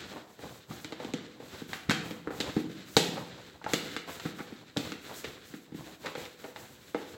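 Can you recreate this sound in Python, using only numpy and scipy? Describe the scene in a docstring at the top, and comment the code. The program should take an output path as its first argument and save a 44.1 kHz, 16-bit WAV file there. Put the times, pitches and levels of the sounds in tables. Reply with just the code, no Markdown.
"""One hand kneads dough in a wide plastic bowl while the other steadies it on a stone counter.
First skin and dough rub over the plastic, with light knocks and a sticky scrape. Then the dough thuds
harder on the wall and the tilting bowl knocks back on the stone, loudest at about three seconds.
Lighter bumps and scrapes follow, and one firm knock ends it. A hard, echoing kitchen answers each knock."""
import sys
import numpy as np
from scipy import signal
from scipy.fft import rfft, irfft, next_fast_len
from scipy.io import wavfile
from scipy.ndimage import map_coordinates

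SR = 44100
rng = np.random.default_rng(int(sys.argv[2]) if len(sys.argv) > 2 else 0)


def to_wav(sig):
    """Store sig (one row per channel, or 1-D mono) as 16-bit WAV at the path in sys.argv[1].

    Samples outside -1..1 are clipped; the rate is SR.
    """
    pcm = np.clip(np.atleast_2d(sig), -1, 1) * 32767
    pcm = np.round(pcm).astype(np.int16)
    wavfile.write(sys.argv[1], SR, pcm.T)  # frames by channels


N = 316197

# strokes of the hand: (start [s], length [s], dough press [dB], plastic rub [dB], skin slide [dB])
STROKES = [ (-.04, 0.056, -53, -42, -55), (0.056, 0.087, -52, -48.5, -53), (0.254, 0.057, -57, -81, -60),
           (0.372, .18, -51, -53, -52.5), (0.673, 0.13, -51, -49.5, -49.5), (.84, 0.12, -48.5, -59, -68),
           (0.982, 0.071, -50, -46, -55), (1.127, 0.18, -54, -53.5, -81), (1.387, 0.18, -51.5, -52.5, -55),
           (1.474, 0.13, -64, -47.5, -52), (1.667, 0.077, -52, -50, -45.5), (1.783, 0.076, -69, -68, -62),
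           (2.015, 0.089, -39.5, -50, -49), (2.295, 0.13, -43.5, -51, -48.5),
           (2.413, 0.19, -45, -47, -51.5), (2.668, 0.21, -62, -50.5, -60.5), (2.855, .11, -67, -52.5, -49),
           (3.014, 0.2, -45.5, -52.5, -50.5), (3.227, 0.25, -55.5, -51, -63),
           (3.671, 0.083, -48, -43.5, -42), (3.775, 0.16, -57, -45.5, -50), (4.06, 0.1, -68, -44.5, -45),
           (4.206, 0.095, -58, -45, -51), (4.364, 0.029, -65, -47.5, -49.5), (4.43, .15, -57.5, -53.5, -63),
           (4.627, 0.065, -70, -55.5, -79), (4.754, 0.13, -43, -44, -47), (5.004, 0.11, -70, -47, -49),
           (5.124, 0.039, -66, -42.5, -39), (5.208, 0.13, -50, -49, -57), (5.417, 0.13, -67, -55, -51),
           (5.733, .09, -51.5, -52.5, -53), (5.825, 0.062, -63, -49.5, -50),
           (5.988, 0.085, -75, -53, -51.5), (6.151, 0.074, -53, -45.5, -47), (6.367, 0.1, -75, -54.5, -52),
           (6.54, 0.12, -53, -54, -49), (6.693, 0.27, -68, -58, -56), (6.945, 0.2, -59, -52.5, -55)]


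def amp(db):
    """Decibels to gain."""
    return 10 ** (np.asarray(db) / 20)


def unit(x):
    """Scale to rms 1."""
    return x / np.sqrt(np.mean(x ** 2) + 1e-20)


def unit_hit(x):
    """Scale a short sound to the energy of two milliseconds at rms 1."""
    return x * np.sqrt(SR * .002 / np.sum(x ** 2))


def along(points, hz):
    """Read a curve of (frequency, value) points on a log frequency axis."""
    freqs, values = np.transpose(points)
    return np.interp(np.log(hz + 1), np.log(freqs + 1), values)


def filtered(x, response):
    """Equalise x with a gain that depends on frequency."""
    size = next_fast_len(N + 8192)
    return irfft(rfft(x, size) * response(np.fft.rfftfreq(size, 1 / SR)), size)[:N]


def coloured(x, spectrum):
    """Shape x with a spectrum, at rms 1."""
    return unit(filtered(x, lambda hz: amp(along(spectrum, hz))))


def wobble(rate):
    """A smooth random curve, rate knots a second."""
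    return map_coordinates(rng.standard_normal(int(N * rate / SR) + 4), [np.arange(N) * rate / SR])


def add(track, s, x):
    """Mix x into the track from time s."""
    start = max(round(s * SR), 0)
    track[start:start + len(x)] += x[:max(len(track) - start, 0)]


def ring(modes, t, detune, scatter_db):
    """One damped sine a mode, with random scatter in pitch and level."""
    hz, db, t60 = np.transpose(modes)[:, :, None]
    pitch, size = rng.standard_normal((2, len(modes), 1))
    return amp(db + scatter_db * size - 60 * t / t60) * np.sin(2 * np.pi * hz * (1 + detune * pitch) * t)


def room_tone():
    """The faint, steady hiss of the still room."""
    # colour of the hiss: (frequency [Hz], level [dB])
    air = [(20, -33), (45, -27), (75, -14), (120, -15), (300, -4), (700, -28), (2000, 6), (5000, -25),
           (16000, 6)]
    return amp(-71.5) * coloured(rng.standard_normal(N), air)


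def kitchen(x):
    """Diffuse echoes, changing as the bowl and arms move, and the room's low standing waves."""
    # reverb time: (frequency [Hz], t60 [s])
    decay_times = [(100, 0.96), (260, 0.7), (700, 0.73), (1800, 0.65), (4500, 0.62), (8000, 0.45),
                   (15000, 0.46)]
    # colour of the echoes: (frequency [Hz], level [dB])
    echo_colour = [(50, -37), (120, -3), (300, -1.5), (700, -2), (2000, -3), (5000, 1.5), (15000, 3.5)]
    # standing waves: (frequency [Hz], level [dB], t60 [s])
    room_modes = [(116.4, -27, 1.4), (170.7, 1, 0.95), (280, -18, 0.81), (318, -4, 1.3), (496, -3, 1.5)]
    echoes, hop = np.zeros(N), SR // 3
    for start in range(0, N, hop):
        hz, t, noise = signal.stft(rng.standard_normal(SR), SR, nperseg=256)
        decay = amp(along(echo_colour, hz)[:, None] - 60 * t / along(decay_times, hz)[:, None])
        tail = signal.istft(noise * decay, SR, nperseg=256)[1]
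        age = np.arange(len(tail)) / SR
        # counter and near wall answer first and strongest
        tail = tail * (1 - np.exp(-(age / 0.0018) ** 2)) * (1 + 0.64 * np.exp(-age / 0.018))
        add(echoes, start / SR, amp(-35.0) * signal.fftconvolve(x[start:start + hop], tail))
    waves = ring(room_modes, np.arange(SR) / SR, detune=0, scatter_db=-1.0).sum(0)
    return echoes + amp(-63.5) * signal.fftconvolve(x, waves)[:N]


def effort(levels_db, rest_db):
    """Friction envelope: each stroke gathers speed, holds and dies away; the hand never quite rests."""
    attack_s, release_db_per_s = 0.057, 127
    t, power = np.arange(N) / SR, np.full(N, amp(rest_db) ** 2)
    for (start, length, *_), db in zip(STROKES, levels_db):
        age = t[(t >= start) & (t < start + length + .5)] - start
        rise = np.sin(np.pi / 2 * np.minimum(age / attack_s, 1))
        fall_db = release_db_per_s * np.maximum(age - length, 0)
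        add(power, start, (rise * amp(db - fall_db)) ** 2)
    return np.sqrt(power)


def friction(spectrum, rate, grit, flutter_db):
    """A smooth slide mixed with tiny sticky slips, rate a second, under an uneven pressure."""
    slips = (rng.random(N) < rate / SR) * rng.standard_normal(N)
    grains = rng.standard_normal(N) + grit * unit(slips)
    return unit(coloured(grains, spectrum) * amp(flutter_db * wobble(35)))


def kneading():
    """Dough is squeezed along the bowl, and the hand slides over plastic and flour."""
    # low murmur of pressed dough: (frequency [Hz], level [dB])
    dough = [(30, -31), (60, 2), (120, 6), (300, 2.5), (500, -3), (750, -4), (1100, -6.5), (2500, -38)]
    # midrange rasp of rubbed plastic: (frequency [Hz], level [dB])
    plastic = [(400, 11), (900, -4.5), (1500, 5), (2700, -0.5), (3900, 3), (5300, -8.5), (8000, -12),
               (15000, -30)]
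    # high hiss of sliding skin: (frequency [Hz], level [dB])
    skin = [(1500, -50), (4000, -6), (7500, -1), (10000, 2), (16000, 3.5)]
    _, _, press_db, rub_db, slide_db = np.transpose(STROKES)
    press = effort(press_db, rest_db=-61) * friction(dough, rate=84, grit=0.55, flutter_db=5.5)
    rub = effort(rub_db, rest_db=-61.5) * friction(plastic, rate=600, grit=0.57, flutter_db=2.0)
    slide = effort(slide_db, rest_db=-65.5) * friction(skin, rate=1800, grit=0.39, flutter_db=1.4)
    return press + rub + slide


def scrapes():
    """Skin sticks and slips hundreds of times a second; the hand damps the bowl to one broad resonance."""
    # sticky drags over the bowl: (middle time [s], half length [s], level [dB], centre [Hz])
    drags = [(0.154, 0.046, -45, 586), (1.014, 0.045, -49, 600), (3.174, 0.014, -35.5, 714),
             (4.097, 0.022, -41.5, 750), (4.394, 0.0098, -42.5, 1070), (5.108, 0.031, -44.5, 640),
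             (5.885, 0.018, -45.5, 540), (6.068, 0.021, -37.5, 800), (6.201, .035, -48.5, 473),
             (6.452, 0.026, -48, 596)]
    out, t = np.zeros(N), np.arange(SR // 4) / SR
    for s, half, db, centre_hz in drags:
        slips = (rng.random(len(t)) < 900 / SR) * rng.standard_normal(len(t))
        body = signal.butter(2, [centre_hz * 0.22, centre_hz * 1.6], "bandpass", fs=SR, output="sos")
        swell = np.exp(-((t - t.mean()) / half) ** 2)
        add(out, s - t.mean(), amp(db) * unit(signal.sosfilt(body, slips)) * swell)
    return out


def tap(spectrum, tilt_db, size=1024):
    """A body's minimum-phase answer to one sharp tap, tilted by tilt_db an octave above 1 kHz."""
    hz = np.fft.rfftfreq(size, 1 / SR)
    octaves = np.log2(np.maximum(hz / 1000, 1))
    cepstrum = irfft(np.log(amp(along(spectrum, hz) + tilt_db * octaves)))
    cepstrum[1:size // 2] *= 2
    cepstrum[size // 2:] = 0
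    return irfft(np.exp(rfft(cepstrum)))


def contacts():
    """The cue list of hard knocks and soft landings, all in the columns of the hard ones."""
    # knuckles, bowl and counter meet:
    # (time [s], thud [dB], thud centre [Hz], wall clack [dB], rim snap [dB], contact length [s])
    hard_knocks = [ (.391, -39, 490, -44, -51.5, .003), (.711, -37, 206, -31, -60, .002),
                   (.846, -32, 267, -36, -32.5, .0018), (.923, -29, 387, -33.5, -36.5, .002),
                   (1.0, -30.5, 524, -37.5, -44, 0.0033), (1.047, -26.5, 296, -48, -37, .001),
                   (1.137, -20, 280, -30.5, -31.5, 0.00071), (1.732, -42, 281, -23, -29, 0.0027),
                   (1.896, -42, 250, -17, -20.5, 0.002), (1.909, -20.5, 297, -14, -19, .0014),
                   (2.109, -28, 303, -35.5, -38, 0.0022), (2.273, -23, 350, -26.5, -48, 0.0024),
                   (2.306, -29, 354, -31, -44.5, .003), (2.403, -23, 310, -26, -22, 0.0044),
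                   (2.967, -9, 380, -14.5, -9, .0033), (3.615, -43, 830, -39, -65, 0.0036),
                   (3.642, -36, 350, -33, -38, 0.0034), (3.663, -25, 860, -24, -45, 0.0014),
                   (3.735, -16.5, 346, -18.5, -17, 0.00154), (3.965, -29.5, 330, -24, -28, .0015),
                   (4.198, -47, 850, -34.5, -36, .003), (4.254, -21.5, 232, -27.5, -37.5, 0.0055),
                   (4.403, -29.5, 275, -31.5, -46, 0.007), (4.764, -25.5, 473, -27.5, -46, 0.006),
                   (4.771, -19.5, 228, -33, -22.5, 0.00098), (4.92, -29.5, 300, -30, -33.5, 0.0016),
                   (5.243, -30, 462, -30.5, -32.5, 0.0059), (5.538, -29.5, 266, -37.5, -46, 0.0038),
                   (6.06, -32, 596, -28, -31, 0.0046), (6.152, -30, 447, -32, -36.5, 0.0022),
                   (6.2545, -40, 412, -41, -41, 0.0005), (6.442, -32.5, 500, -37, -42.5, 0.0034),
                   (6.561, -37.5, 900, -34.5, -39.5, .0012), (6.9461, -18.5, 422, -26, -36, 0.0012)]
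    # the dough lands softly: (time [s], thud [dB], thud centre [Hz])
    landings = [(.435, -34, 476), (.703, -29, 169), (1.401, -34.5, 415), (1.618, -28, 252),
                (1.891, -13.5, 185), (2.565, -13, 230), (2.697, -33, 304), (3.085, -25.5, 165),
                (3.133, -32, 163), (3.174, -38.5, 376), (4.523, -30.5, 266), (4.796, -31, 282),
                (5.721, -31.5, 240), (5.746, -28, 226), (6.046, -33.5, 606), (6.178, -30.5, 385)]
    cues, soft_contact_s = list(hard_knocks), 0.0037
    for s, thud_db, centre_hz in landings:
        # soft dough clacks far below its thud, less far the smaller the patch that lands
        clack_db = thud_db - 19.5 + 8 * np.log2(centre_hz / 250)
        snap_db = clack_db - 4.5
        cues.append((s, thud_db, centre_hz, clack_db, snap_db, soft_contact_s))
    return cues


def bowl_thud(t, centre_hz, snap_db):
    """Floor and sides flex as a whole: broad soft dough drives the low modes, knuckles the higher ones."""
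    # flexing modes of the bowl: (frequency [Hz], level [dB], t60 [s])
    modes = [(112, -13, 0.095), (156.3, 2.5, 0.038), (211.5, -1.5, 0.051), (299, 1, 0.035),
             (479, -0.5, 0.04), (633, -8, 0.038), (804, 3.5, 0.03), (866, 7.5, 0.017)]
    octaves_away = np.log2([hz / centre_hz for hz, _, _ in modes])
    width_octaves = 0.69 * (1 + amp(snap_db + 9.5))  # a hard snap drives a wider band
    drive = 1 / (1 + np.abs(octaves_away / width_octaves) ** 2.9)
    polarity = (-1) ** np.arange(len(modes))
    # the grip and the place struck shift each mode a little
    flex = (drive * polarity) @ ring(modes, t, detune=0.025, scatter_db=0.5)
    return unit_hit(flex * (1 - np.exp(-t / 0.00075)))


def knocks():
    """Each contact flexes the bowl and chatters on wall and rim: the direct sound and the room send."""
    # clack of the thin wall: (frequency [Hz], level [dB])
    wall_colour = [(200, -7.5), (500, -16), (780, -3), (1000, -12.5), (1300, 1), (1650, 1), (2070, 3),
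                   (2400, 0), (2800, -1.5), (4200, -14.5), (9000, -28)]
    # hard snap of the rim on stone: (frequency [Hz], level [dB])
    rim_colour = [(300, -15), (1500, -9), (2600, 1.5), (3200, 4), (3900, 5), (4600, -1), (5400, -6.5),
                  (6800, -6), (8000, -7), (11000, -9), (16000, -17)]
    rebound_s, rebound_db = .0065, -8
    direct, send, t = np.zeros(N), np.zeros(N), np.arange(SR // 12) / SR
    for s, thud_db, centre_hz, clack_db, snap_db, length in contacts():
        thud = amp(thud_db) * bowl_thud(t, centre_hz, snap_db)
        wall = tap(wall_colour, tilt_db=0.76 * min(snap_db - clack_db, 0))  # soft contacts clack duller
        rim = tap(rim_colour, tilt_db=0.19 * (snap_db + 17))  # stronger snaps are brighter
        # the surfaces meet in a short gritty chatter, and again on the rebound
        touch = np.exp(-t / length)
        add(touch, rebound_s, amp(rebound_db) * touch)
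        force = rng.standard_normal(len(t)) * touch
        clack, snap = [unit_hit(signal.fftconvolve(force, body)[:len(t)]) for body in (wall, rim)]
        add(direct, s, thud + amp(clack_db - 4.5) * clack + amp(snap_db - 3) * snap)
        # summed over all directions the chatter evens out, and the room hears the bowl's plain colour
        add(send, s, amp(-1) * thud)
        add(send, s, amp(clack_db - 2.5) * unit_hit(wall))
        add(send, s + length, amp(snap_db - 4.5) * unit_hit(rim))
    return direct, send


def scene():
    """Knocks and scrapes with their echoes, over the kneading friction and the still room."""
    hits, send = knocks()
    drag = scrapes()
    air = room_tone()
    return (hits + drag + kitchen(send + drag) + kneading() + air)[None]


def record(dry):
    """A small microphone with a dip in the treble and a band limit."""
    # microphone response: (frequency [Hz], gain [dB])
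    mic = [(30, -30), (70, -3), (7800, 1.5), (9200, -12.5), (11000, -8), (15500, -8)]
    top_hz = 16100
    return filtered(dry[0], lambda hz: amp(along(mic, hz)) * (hz < top_hz))[None]


dry = scene()
out = record(dry)
to_wav(out)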